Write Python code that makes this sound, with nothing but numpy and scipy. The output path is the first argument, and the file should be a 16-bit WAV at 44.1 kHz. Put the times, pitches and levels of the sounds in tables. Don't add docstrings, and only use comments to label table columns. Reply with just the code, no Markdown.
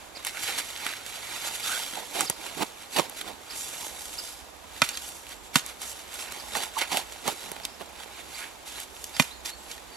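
import sys
import numpy as np
from scipy import signal
from scipy.fft import rfft, irfft
from scipy.io import wavfile
from scipy.ndimage import uniform_filter1d

SR = 44100
rng = np.random.default_rng(int(sys.argv[2]) if len(sys.argv) > 2 else 0)


def to_wav(sig):
    pcm = np.clip(np.atleast_2d(sig), -1, 1) * 32767
    pcm = np.round(pcm).astype(np.int16)
    wavfile.write(sys.argv[1], SR, pcm.T)


def boost(x):
    u = np.asarray(x, float) / 20
    return 10 ** u


N = 439236
HZ = np.maximum(np.arange(N // 2 + 1) * SR / N, 1)


def rms_one(x):
    return x / np.sqrt(np.mean(x ** 2) + 1e-20)


def at_hz(points):
    hz, value = np.transpose(points)
    return np.interp(np.log(HZ), np.log(hz), value)


def colour(x, gain):
    return irfft(rfft(x) * gain, N)


def drift(rate_hz):
    return rms_one(colour(rng.standard_normal(N), 1 / (1 + (HZ / rate_hz) ** 2)))


def pair(alike):
    mid, side = rng.standard_normal((2, N))
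    share = np.clip(at_hz(alike), 0, 1)
    mid = colour(mid, np.sqrt((1 + share) / 2))
    side = colour(side, np.sqrt((1 - share) / 2))
    return np.array([mid + side, mid - side])


def band(x, low_hz, high_hz):
    return signal.sosfilt(signal.butter(2, [low_hz, high_hz], "band", fs=SR, output="sos"), x)


def puff(noise, t60, rise_s):
    age = np.arange(len(noise)) / SR
    return noise * np.minimum(age / rise_s, 1) * boost(-60 * age / np.clip(t60, .002, .15))


def add(track, s, sound, peak_db):
    part = track[round(s * SR):][:len(sound)]
    part += (sound * boost(peak_db) / np.max(np.abs(sound)))[:len(part)]


def tone(rows, wobble, depth, fade_s):
    t = np.arange(N) / SR
    s, hz, db = np.transpose(rows)
    hz, db = np.interp(t, s, hz), np.interp(t, s, db)
    fade = np.clip(np.minimum(t - s[0], s[-1] - t) / fade_s, 0, 1)
    phase = 2 * np.pi * np.cumsum(hz * (1 + depth * wobble)) / SR
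    return np.sqrt(2) * boost(db) * fade * np.sin(phase)


def strokes(rows, mix_db, shares):
    t, power = np.arange(0, N / SR + .01, .001), 0
    for s, db, rise_s, fall_s, colour_db in rows:
        slope = np.where(t < s, (t - s) / max(rise_s, .002), (s - t) / max(fall_s, .002))
        size_db = np.add(mix_db, colour_db * np.array(shares))
        power = power + boost(db + 10 * slope + size_db[:, None]) ** 2
    return t, power


def grains(per_s, spread_db, length_s):
    born = rng.random(N) < per_s * boost(3.0 * drift(40)) / SR
    sizes = boost(spread_db * np.minimum(rng.exponential(1, N), 3.5))
    r = np.exp(-1 / (length_s * SR))
    return rms_one(signal.lfilter([1], [1, -r], born * sizes + 1e-18))


def patches(x, patchy_db):
    _, _, z = signal.stft(x, SR, nperseg=512)
    chance = rng.standard_normal(z.shape[1:])
    chance = uniform_filter1d(uniform_filter1d(chance, size=4, axis=0), size=3, axis=1)
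    gain = boost(patchy_db * rms_one(chance))
    gain = gain / np.sqrt(uniform_filter1d(gain ** 2, size=20, axis=0))
    return signal.istft(z * gain, SR, nperseg=512)[1][:, :N]


def rubbing():
    # peak in seconds, level in dB before the size mix,
    # seconds to gain 10 dB, seconds to lose 10 dB, depth in dB, dealt out by depth_share.
    thrusts = [(1.985, -44.5, 0.069, 0.087, -1.0), (2.154, -38.0, 0.017, 0.055, -2.0),
               (2.215, -34.0, 0.05, 0.026, 1.5), (2.46, -44.5, 0.1, 0.13, -4.5),
               (2.584, -43.0, 0.033, 0.098, -7.5), (2.629, -33.0, 0.026, 0.0067, 8.5),
               (2.968, -30.5, 0.0081, 0.028, 2.0), (2.989, -30.0, 0.011, 0.018, 7.0),
               (3.031, -44.5, 0.026, 0.073, 2.0), (3.282, -43.5, 0.038, 0.049, 4.5),
               (3.801, -48.0, 0.019, 0.32, -4.0), (6.323, -45.5, 0.025, 0.22, -4.5),
               (6.563, -35.5, 0.031, 0.065, -4.5), (6.637, -38.5, 0.036, 0.027, -8.0),
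               (6.93, -36.0, 0.018, 0.039, 3.0), (6.979, -34.0, 0.066, 0.031, -5.0),
               (7.284, -33.5, 0.023, 0.023, 5.0), (7.32, -42.0, 0.068, 0.028, -10.0),
               (7.438, -52.5, 0.017, 0.62, 2.0), (7.813, -45.5, 0.013, 0.015, 8.5)]
    # peak in seconds, level in dB before the size mix,
    # seconds to gain 10 dB, seconds to lose 10 dB, fineness in dB, dealt out by fine_share.
    rustles = [(0.0, -54.0, 0.05, 0.1, -1.0), (0.168, -48.0, 0.022, 0.046, -2.5),
               (0.272, -36.5, 0.02, 0.03, -0.5), (0.381, -45.5, 0.037, 0.012, -10.0),
               (0.442, -41.0, 0.1, 0.054, 3.5), (0.484, -35.0, 0.068, 0.11, -2.0),
               (0.587, -34.0, 0.028, 0.024, -0.5), (0.671, -45.5, 0.12, 0.28, 1.5),
               (0.87, -37.0, 0.1, 0.1, -2.5), (1.065, -46.0, 0.01, 0.14, 1.5),
               (1.17, -46.5, 0.11, 0.097, -1.0), (1.361, -40.5, 0.22, 0.049, -1.0),
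               (1.47, -36.0, 0.08, 0.046, 0.5), (1.551, -40.0, 0.066, 0.041, 1.5),
               (1.656, -36.5, 0.049, 0.16, 0.5), (1.756, -37.0, 0.14, 0.19, 1.0),
               (2.26, -48.0, 0.15, 0.0067, 8.5), (2.313, -44.0, 0.16, 0.024, 0.5),
               (2.833, -50.0, 0.081, 0.049, 0.0), (2.939, -40.0, 0.025, 0.049, 1.0),
               (3.178, -44.5, 0.047, 0.055, 1.0), (3.217, -38.5, 0.0093, 0.0067, -0.5),
               (3.54, -45.0, 0.07, 0.038, -1.5), (3.575, -45.0, 0.033, 0.21, 7.0),
               (3.757, -48.0, 0.19, 0.043, -3.5), (3.868, -49.5, 0.24, 0.038, 7.5),
               (4.023, -54.0, 0.079, 0.16, 9.5), (4.277, -45.5, 0.33, 0.099, 3.0),
               (4.785, -47.0, 0.079, 0.06, 0.0), (4.848, -34.5, 0.022, 0.021, 0.0),
               (4.901, -44.5, 0.037, 0.14, 0.0), (5.083, -47.0, 0.14, 0.05, 5.0),
               (5.171, -57.5, 0.07, 0.084, 9.5), (5.322, -46.5, 0.059, 0.038, 0.0),
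               (5.453, -50.5, 0.019, 0.024, 0.5), (5.544, -40.5, 0.0077, 0.058, -0.5),
               (5.692, -43.5, 0.054, 0.033, 0.0), (5.818, -42.5, 0.017, 0.1, 2.0),
               (5.899, -48.5, 0.049, 0.028, 9.5), (6.004, -50.0, 0.13, 0.056, 1.5),
               (6.149, -44.0, 0.055, 0.019, -1.5), (6.21, -42.5, 0.074, 0.06, 3.0),
               (6.28, -47.5, 0.12, 0.069, -6.0), (6.478, -51.5, 0.11, 0.22, 3.0),
               (6.794, -34.0, 0.028, 0.01, -0.5), (6.821, -31.5, 0.019, 0.024, -5.0),
               (7.126, -49.5, 0.085, 0.12, -0.5), (7.43, -46.5, 0.16, 0.11, 1.0),
               (7.65, -45.5, 0.017, 0.022, 0.5), (8.039, -47.0, 0.09, 0.011, -1.5),
               (8.212, -47.5, 0.13, 0.013, -2.0), (8.387, -44.5, 0.11, 0.1, 1.5),
               (8.439, -48.5, 0.081, 0.038, -10.0), (8.682, -46.0, 0.025, 0.096, 1.5),
               (8.807, -42.0, 0.087, 0.023, -0.5), (8.839, -48.0, 0.067, 0.011, 4.5),
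               (9.043, -52.0, 0.11, 0.098, 5.0), (9.172, -43.5, 0.038, 0.076, -0.5),
               (9.286, -49.5, 0.23, 0.069, 0.0), (9.459, -39.5, 0.009, 0.022, 2.0),
               (9.492, -41.0, 0.02, 0.02, 1.0), (9.655, -55.5, 0.11, 0.023, 2.5),
               (9.716, -45.0, 0.039, 0.049, 1.0), (9.989, -52.5, 0.15, 0.05, -1.0)]
    # peak in seconds,
    # level in dB before the size mix, fineness in dB, dealt out by fine_share.
    slides = [(4.821, -41, -3), (5.559, -27, 1.5), (9.199, -30, 3.5)]
    # frequency in Hz, relative density in dB per Hz.
    coarse_grit = [(800, -38), (1200, -2), (1450, 1), (1750, -0.5), (2300, 3.5), (2800, -1.5), (4000, -38)]
    fine_grit = [(2000, -29), (2800, 1.5), (3400, 2.5), (4400, 1.5), (5500, -6), (7500, -21)]
    dust = [(4000, -16), (5500, -3.5), (7630, -1.5), (9310, -8), (10800, -1), (13400, -12.5), (14600, -16),
            (15500, -31), (16300, -45)]
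    clods = [(280, -47), (430, -14), (600, -11), (834, -5), (1040, -10), (1300, -21), (2000, -35)]
    weight = [(50, -30), (100, -11.5), (170, -1.5), (350, 3.5), (480, -3), (800, -48)]
    stirring_db = (-62, -64, -60.5, -58, -63)
    # frequency in Hz, likeness from 0 to 1.
    alike = [(100, 0.51), (1000, 1), (3000, 0.71), (7000, 0.92), (15000, 0.66)]
    thrust_db, depth_share = (-0.5, 0.4, -0.2, 1.5, -5.2), (0, 0, -.3, .6, 1.1)
    rustle_db, fine_share = (-1.7, -0.4, 0.9, -8.6, -19.6), (-1.1, 0.05, 1.1, -.4, -.3)
    rise_s, fall_s = .003, .022

    spills = [(s, db, rise_s, fall_s, fine_db) for s, db, fine_db in slides]
    t, light = strokes(rustles + spills, rustle_db, fine_share)
    _, heavy = strokes(thrusts, thrust_db, depth_share)
    power = light + heavy + boost(stirring_db)[:, None] ** 2

    fine, coarse = grains(380, 3.0, 0.0017), grains(200, 3.4, 0.002)
    gates = (1.36 + 0.66 * fine + 0.18 * coarse,
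             1.4 + 0.54 * fine + 0.062 * coarse,
             2.3 + 0.78 * fine,
             0.4 + 0.31 * coarse + .12 * fine,
             0.48 + 0.42 * coarse)
    spectra = (coarse_grit, fine_grit, dust, clods, weight)
    out = 0
    for size_power, spectrum, gate in zip(power, spectra, gates):
        gain = np.interp(np.arange(N) / SR, t, np.sqrt(size_power))
        out = out + gain * rms_one(colour(pair(alike) * gate, boost(at_hz(spectrum))))
    return patches(out, patchy_db=2.5)


def snaps():
    # start in seconds, click level in dB, pitch in Hz,
    # thud level in dB, tick level in dB; the three levels are trimmed below.
    cracks = [(.1695, -37, 4410, -34.5, -48), (.2487, -21, 2410, -46, -22), (.2685, -21, 1590, -50, -22),
              (.275, -16.5, 2990, -44, -34), (.2937, -21, 2750, -52, -38), (.4343, -19.5, 2450, -46, -29),
              (.4894, -22, 2580, -42, -37), (.585, -15.5, 3460, -59, -38), (.7626, -20, 2680, -51, -49),
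              (.8653, -15, 2040, -47, -25), (.9363, -19.5, 2210, -55, -42), (1.0639, -20, 4100, -40, -32),
              (1.459, -21, 3140, -47, -41), (1.8247, -25, 2410, -44, -38), (1.8354, -20, 3410, -50, -34),
              (2.2078, -15, 1390, -23, -14.5), (2.2986, -11.5, 3800, -20.5, -14),
              (2.58, -28, 1300, -25, -35), (2.6223, -20, 2790, -18, -29), (2.9631, -16, 2310, -35, -29),
              (2.9856, -19, 3480, -18.5, -31), (2.9967, -11.5, 2800, -29, -37),
              (3.0968, -28, 2990, -48, -29), (3.2125, -21, 2230, -35, -28.5), (3.8666, -31, 4400, -31, -36),
              (5.0894, -35, 1870, -56, -31), (5.2678, -29, 1880, -43, -40), (5.2913, -32, 2480, -44, -39),
              (5.3198, -29, 1960, -57, -41), (5.663, -36, 2100, -47, -24), (5.8176, -32, 1320, -40, -33),
              (6.1408, -31, 2310, -48, -29.5), (6.3219, -22.5, 1770, -37, -33),
              (6.521, -25, 1860, -42, -43), (6.5519, -16.5, 1360, -36, -27),
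              (6.5699, -21, 1300, -27.5, -25.5), (6.6353, -19.5, 1520, -48, -41),
              (6.7889, -17, 2510, -44, -26), (6.8148, -12, 2860, -55, -39), (6.9221, -34, 1320, -29, -32),
              (6.9715, -8, 3450, -19, -21), (7.1226, -24.5, 4230, -39, -54),
              (7.2778, -11, 4370, -18.5, -23), (7.4394, -31, 1430, -36, -40),
              (7.5167, -22.5, 2360, -28, -28), (7.5646, -26.5, 1630, -33, -46),
              (7.6, -25.5, 2420, -49, -44), (7.6519, -12, 3850, -44, -24), (7.8095, -33, 1360, -30, -44),
              (7.9931, -31, 2340, -50, -49), (8.6781, -27, 4850, -47, -43), (8.8013, -32, 1900, -47, -29),
              (8.9659, -29, 2375, -57, -43), (9.0417, -20, 4500, -45, -35)]
    out = np.zeros(N)
    for s, db, hz, low_db, high_db in cracks:
        noise = rng.standard_normal(4096)
        t60 = .02 + .0003 * db
        crack = puff(noise, t60, .0002)
        crack[12] += 4.5
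        thud = puff(noise, 1.77 * t60, 0.00063)
        add(out, s, band(crack, .55 * hz, 1.9 * hz), db - 1)
        add(out, s, band(crack, 5500, 12000), high_db + 8)
        add(out, s, band(thud, 170, 1240), low_db - 0.5)
    return out


def ring(x, hz, t60):
    r, w = boost(-60 / (t60 * SR)), 2 * np.pi * hz / SR
    return signal.lfilter([0, np.sin(w)], [1, -2 * r * np.cos(w), r * r], x + 1e-18)


def knocks():
    # start in seconds, level in dB before the part levels,
    # glancing from about 0 for a square blow to 1 for a light touch, load as extra dB of thump.
    blows = [(4.818, -8, .1, -4), (4.843, -29, .7, 3), (4.889, -20.5, 1.01, 0), (4.972, -23, 1.1, 3),
             (5.543, -35, .7, 4), (5.556, -8.5, .25, 7), (5.561, -29, -.2, 8), (5.593, -28, .8, 0),
             (9.1655, -25, .6, 4), (9.193, -30, .7, 0), (9.197, -9, -.04, 2), (9.202, -23, -.1, 7),
             (9.2215, -24, .5, 0), (9.457, -28, .9, 0), (9.493, -32, .7, 0), (9.714, -29.5, .95, 0),
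             (9.778, -38, .3, -2)]
    # frequency in Hz, relative drive in dB, t60 in seconds.
    body = [(160, -9, .04), (260, 0, .04), (675, -3, .035), (820, -4, .03), (950, 0, .035),
            (1070, -5, .035), (1330, -3, .032), (1500, -2, .03), (1855, -1, .036), (2060, -1, .03),
            (2420, 1, .03), (2850, -2, .03), (3280, -6, .028), (3700, -5, .025), (4250, -6, .02),
            (4420, -6, .02), (5350, 0, .025), (5850, -3, .02), (6300, 0, .022), (6740, -1, .022),
            (7500, -4, .018)]
    square_db, glance_loss_db = (-10, -4, 1.9, -0.6, -1.5), (27, 22, 9, 0.1, -4.5)
    bands_hz = ((520, 1200), (1200, 2600), (2600, 5000), (5000, 12000))

    def modes(force, low, high):
        return sum(boost(d) * ring(force, hz, t60) for hz, d, t60 in body if low < hz < high)

    out = np.zeros(N)
    push = puff(np.ones(8192), 0.013, 0.0005)
    thump = band(band(modes(push, 0, 400), 110, 400), 90, 400)
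    for s, peak_db, glancing, load_db in blows:
        thump_db, *levels_db = peak_db + np.array(square_db) - glancing * np.array(glance_loss_db)
        contact = puff(rng.standard_normal(8192), 0.017, 0.00083)
        contact[30] += 5.0
        add(out, s, thump, thump_db + load_db)
        for db, (low, high) in zip(levels_db, bands_hz):
            part = modes(contact, low, high) + 18 * band(contact, low, high)
            add(out, s, band(part, low, high), db)
    return out


def squeaks():
    # start in seconds, length in seconds, first pitch in Hz,
    # last pitch in Hz, level in dB halfway, before the break-up gain.
    rubs = [(.32, .07, 1480, 1400, -38), (1.63, .16, 1220, 1620, -31), (1.955, .04, 810, 820, -29),
            (7.8, .035, 720, 690, -33), (6.75, .05, 1015, 1010, -30), (6.92, .07, 865, 822, -28)]
    out = 0
    for s, length, first, last, db in rubs:
        rows = [(s, first, db - 12),
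                (s + .5 * length, first + .5 * (last - first), db),
                (s + length, last, db - 8)]
        out = out + tone(rows, drift(200), .075, .012)
    return out * boost(-5 + 4.0 * drift(80))


def birds():
    # time in seconds, share of the top pitch, relative level in dB.
    arch = [(0, .73, -6), (.003, .84, 0), (.007, .94, -2), (.013, 1.0, -1), (.019, .97, -3),
            (.024, .87, -1), (.028, .77, -6), (.032, .68, -16)]
    # start in seconds, top pitch in Hz, level in dB before the flutter.
    calls = [(.149, 5070, -39.5), (1.628, 5020, -41), (2.257, 5180, -38.5), (2.928, 5100, -44),
             (3.499, 5260, -39.5), (4.178, 5220, -39.5), (4.931, 5000, -41.5), (6.388, 5090, -45),
             (7.633, 5470, -41.5), (8.34, 4850, -44), (9.139, 5130, -41.5)]
    # start in seconds, length in seconds, first pitch in Hz, last pitch in Hz,
    # highest level in dB before the flutter.
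    thin = [(5.33, .19, 7650, 7600, -62), (7.67, .1, 5350, 5250, -60), (9.305, .06, 3650, 4350, -50),
            (9.33, .08, 6700, 6950, -60), (9.495, .06, 3800, 4450, -49), (9.55, .1, 7500, 7650, -59),
            (9.915, .044, 4650, 4520, -52)]
    shake, flutter = drift(58), boost(3.0 * drift(70))
    songs = [np.multiply(arch, [1, hz, 1]) + [s, 0, db] for s, hz, db in calls]
    for s, length, first, last, db in thin:
        songs.append([(s, first, db - 3),
                      (s + .45 * length, .15 * first + .85 * last, db),
                      (s + length, last, db - 3)])
    return sum(tone(rows, shake, .004, 0.002) for rows in songs) * flutter


def far_road():
    # frequency in Hz, relative density in dB per Hz.
    spectrum = [(15, -40), (25, -4.5), (64, 3), (141, -7), (285, 0), (840, 2.5), (1650, -4), (2350, -6.5),
                (5730, -12), (7510, -11.5), (9320, -21.5), (11000, -15.5), (14800, -21), (16000, -37)]
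    # frequency in Hz, likeness from 0 to 1.
    alike = [(60, 1), (130, 0.14), (3000, 0.21), (15000, 0.23)]
    # start in seconds, end in seconds, first pitch in Hz, last pitch in Hz,
    # level in dB before its drift.
    engines = [(0.0, 2.0, 97, 116, -67), (2.2, 7.0, 77, 74, -70), (3.6, 10.2, 58, 59, -64)]
    wander = (.015, .05, .06)
    roar = rms_one(colour(pair(alike), boost(at_hz(spectrum))))
    out = roar * boost(-48.5 + 0.48 * drift(4.3))
    for (s, end, first, last, db), depth in zip(engines, wander):
        note = tone([(s, first, db), (end, last, db)], drift(4.0), depth, 0.4)
        out = out + note * boost(2.5 * drift(3.0))
    return out


def forest(x, t60):
    age = np.arange(SR // 2) / SR
    tails = band(rng.standard_normal((2, len(age))), 450, 7500) * boost(-60 * age / t60) * (age > .004)
    tails = tails / np.sqrt(np.sum(tails ** 2, 1, keepdims=True))
    return signal.fftconvolve(x[None], tails, axes=1)[:, :N]


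def balance(x, table):
    # frequency in Hz, lead of the left in radians.
    left_lead = [(0, 0.1), (1720, 0.43), (3790, -1.84), (4740, 1.04), (6370, -0.87), (6800, 1.9),
                 (7580, -0.094), (8100, 0.35), (9040, 1.5), (9820, 1.6), (10600, 0.2), (11300, 0.4),
                 (16000, 0.0)]
    ratio = boost(at_hz(table))
    left = ratio * np.exp(1j * np.interp(HZ, *np.transpose(left_lead)))
    gains = np.array([left, 1 + 0 * ratio]) * 2 / np.abs(1 + left)
    return colour(x * np.ones((2, 1)), gains)


def scene():
    # frequency in Hz, left minus right in dB.
    near_balance = [(60, -14), (150, -17.5), (380, -15.5), (700, -14), (1400, -9), (2400, -5), (4000, -3),
                    (6300, -2.5), (8200, -10.5), (9600, 6), (11200, 3), (13000, -9), (15000, 4)]
    far_balance = [(60, -21.5), (130, -11.5), (290, -5), (640, -6.5), (1410, 0), (3100, 1), (6820, -2),
                   (15000, -12)]
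    hits, song = snaps() + knocks() + squeaks(), birds()
    near = rubbing() + hits + boost(-25) * forest(hits, t60=0.57)
    placed_song = song * boost([[-3.0], [2.5]])
    far = far_road() + placed_song + boost(-10.5) * forest(song, t60=0.94)
    return balance(near, near_balance) + balance(far, far_balance)


def low_pass(x):
    return signal.sosfilt(signal.butter(12, 16460, fs=SR, output="sos"), x)


def record(dry):
    soft = signal.sosfilt(signal.butter(6, 15300, fs=SR, output="sos"), dry)
    return low_pass(np.clip(soft, -.97, .97))


dry = scene()
out = record(dry)
to_wav(out)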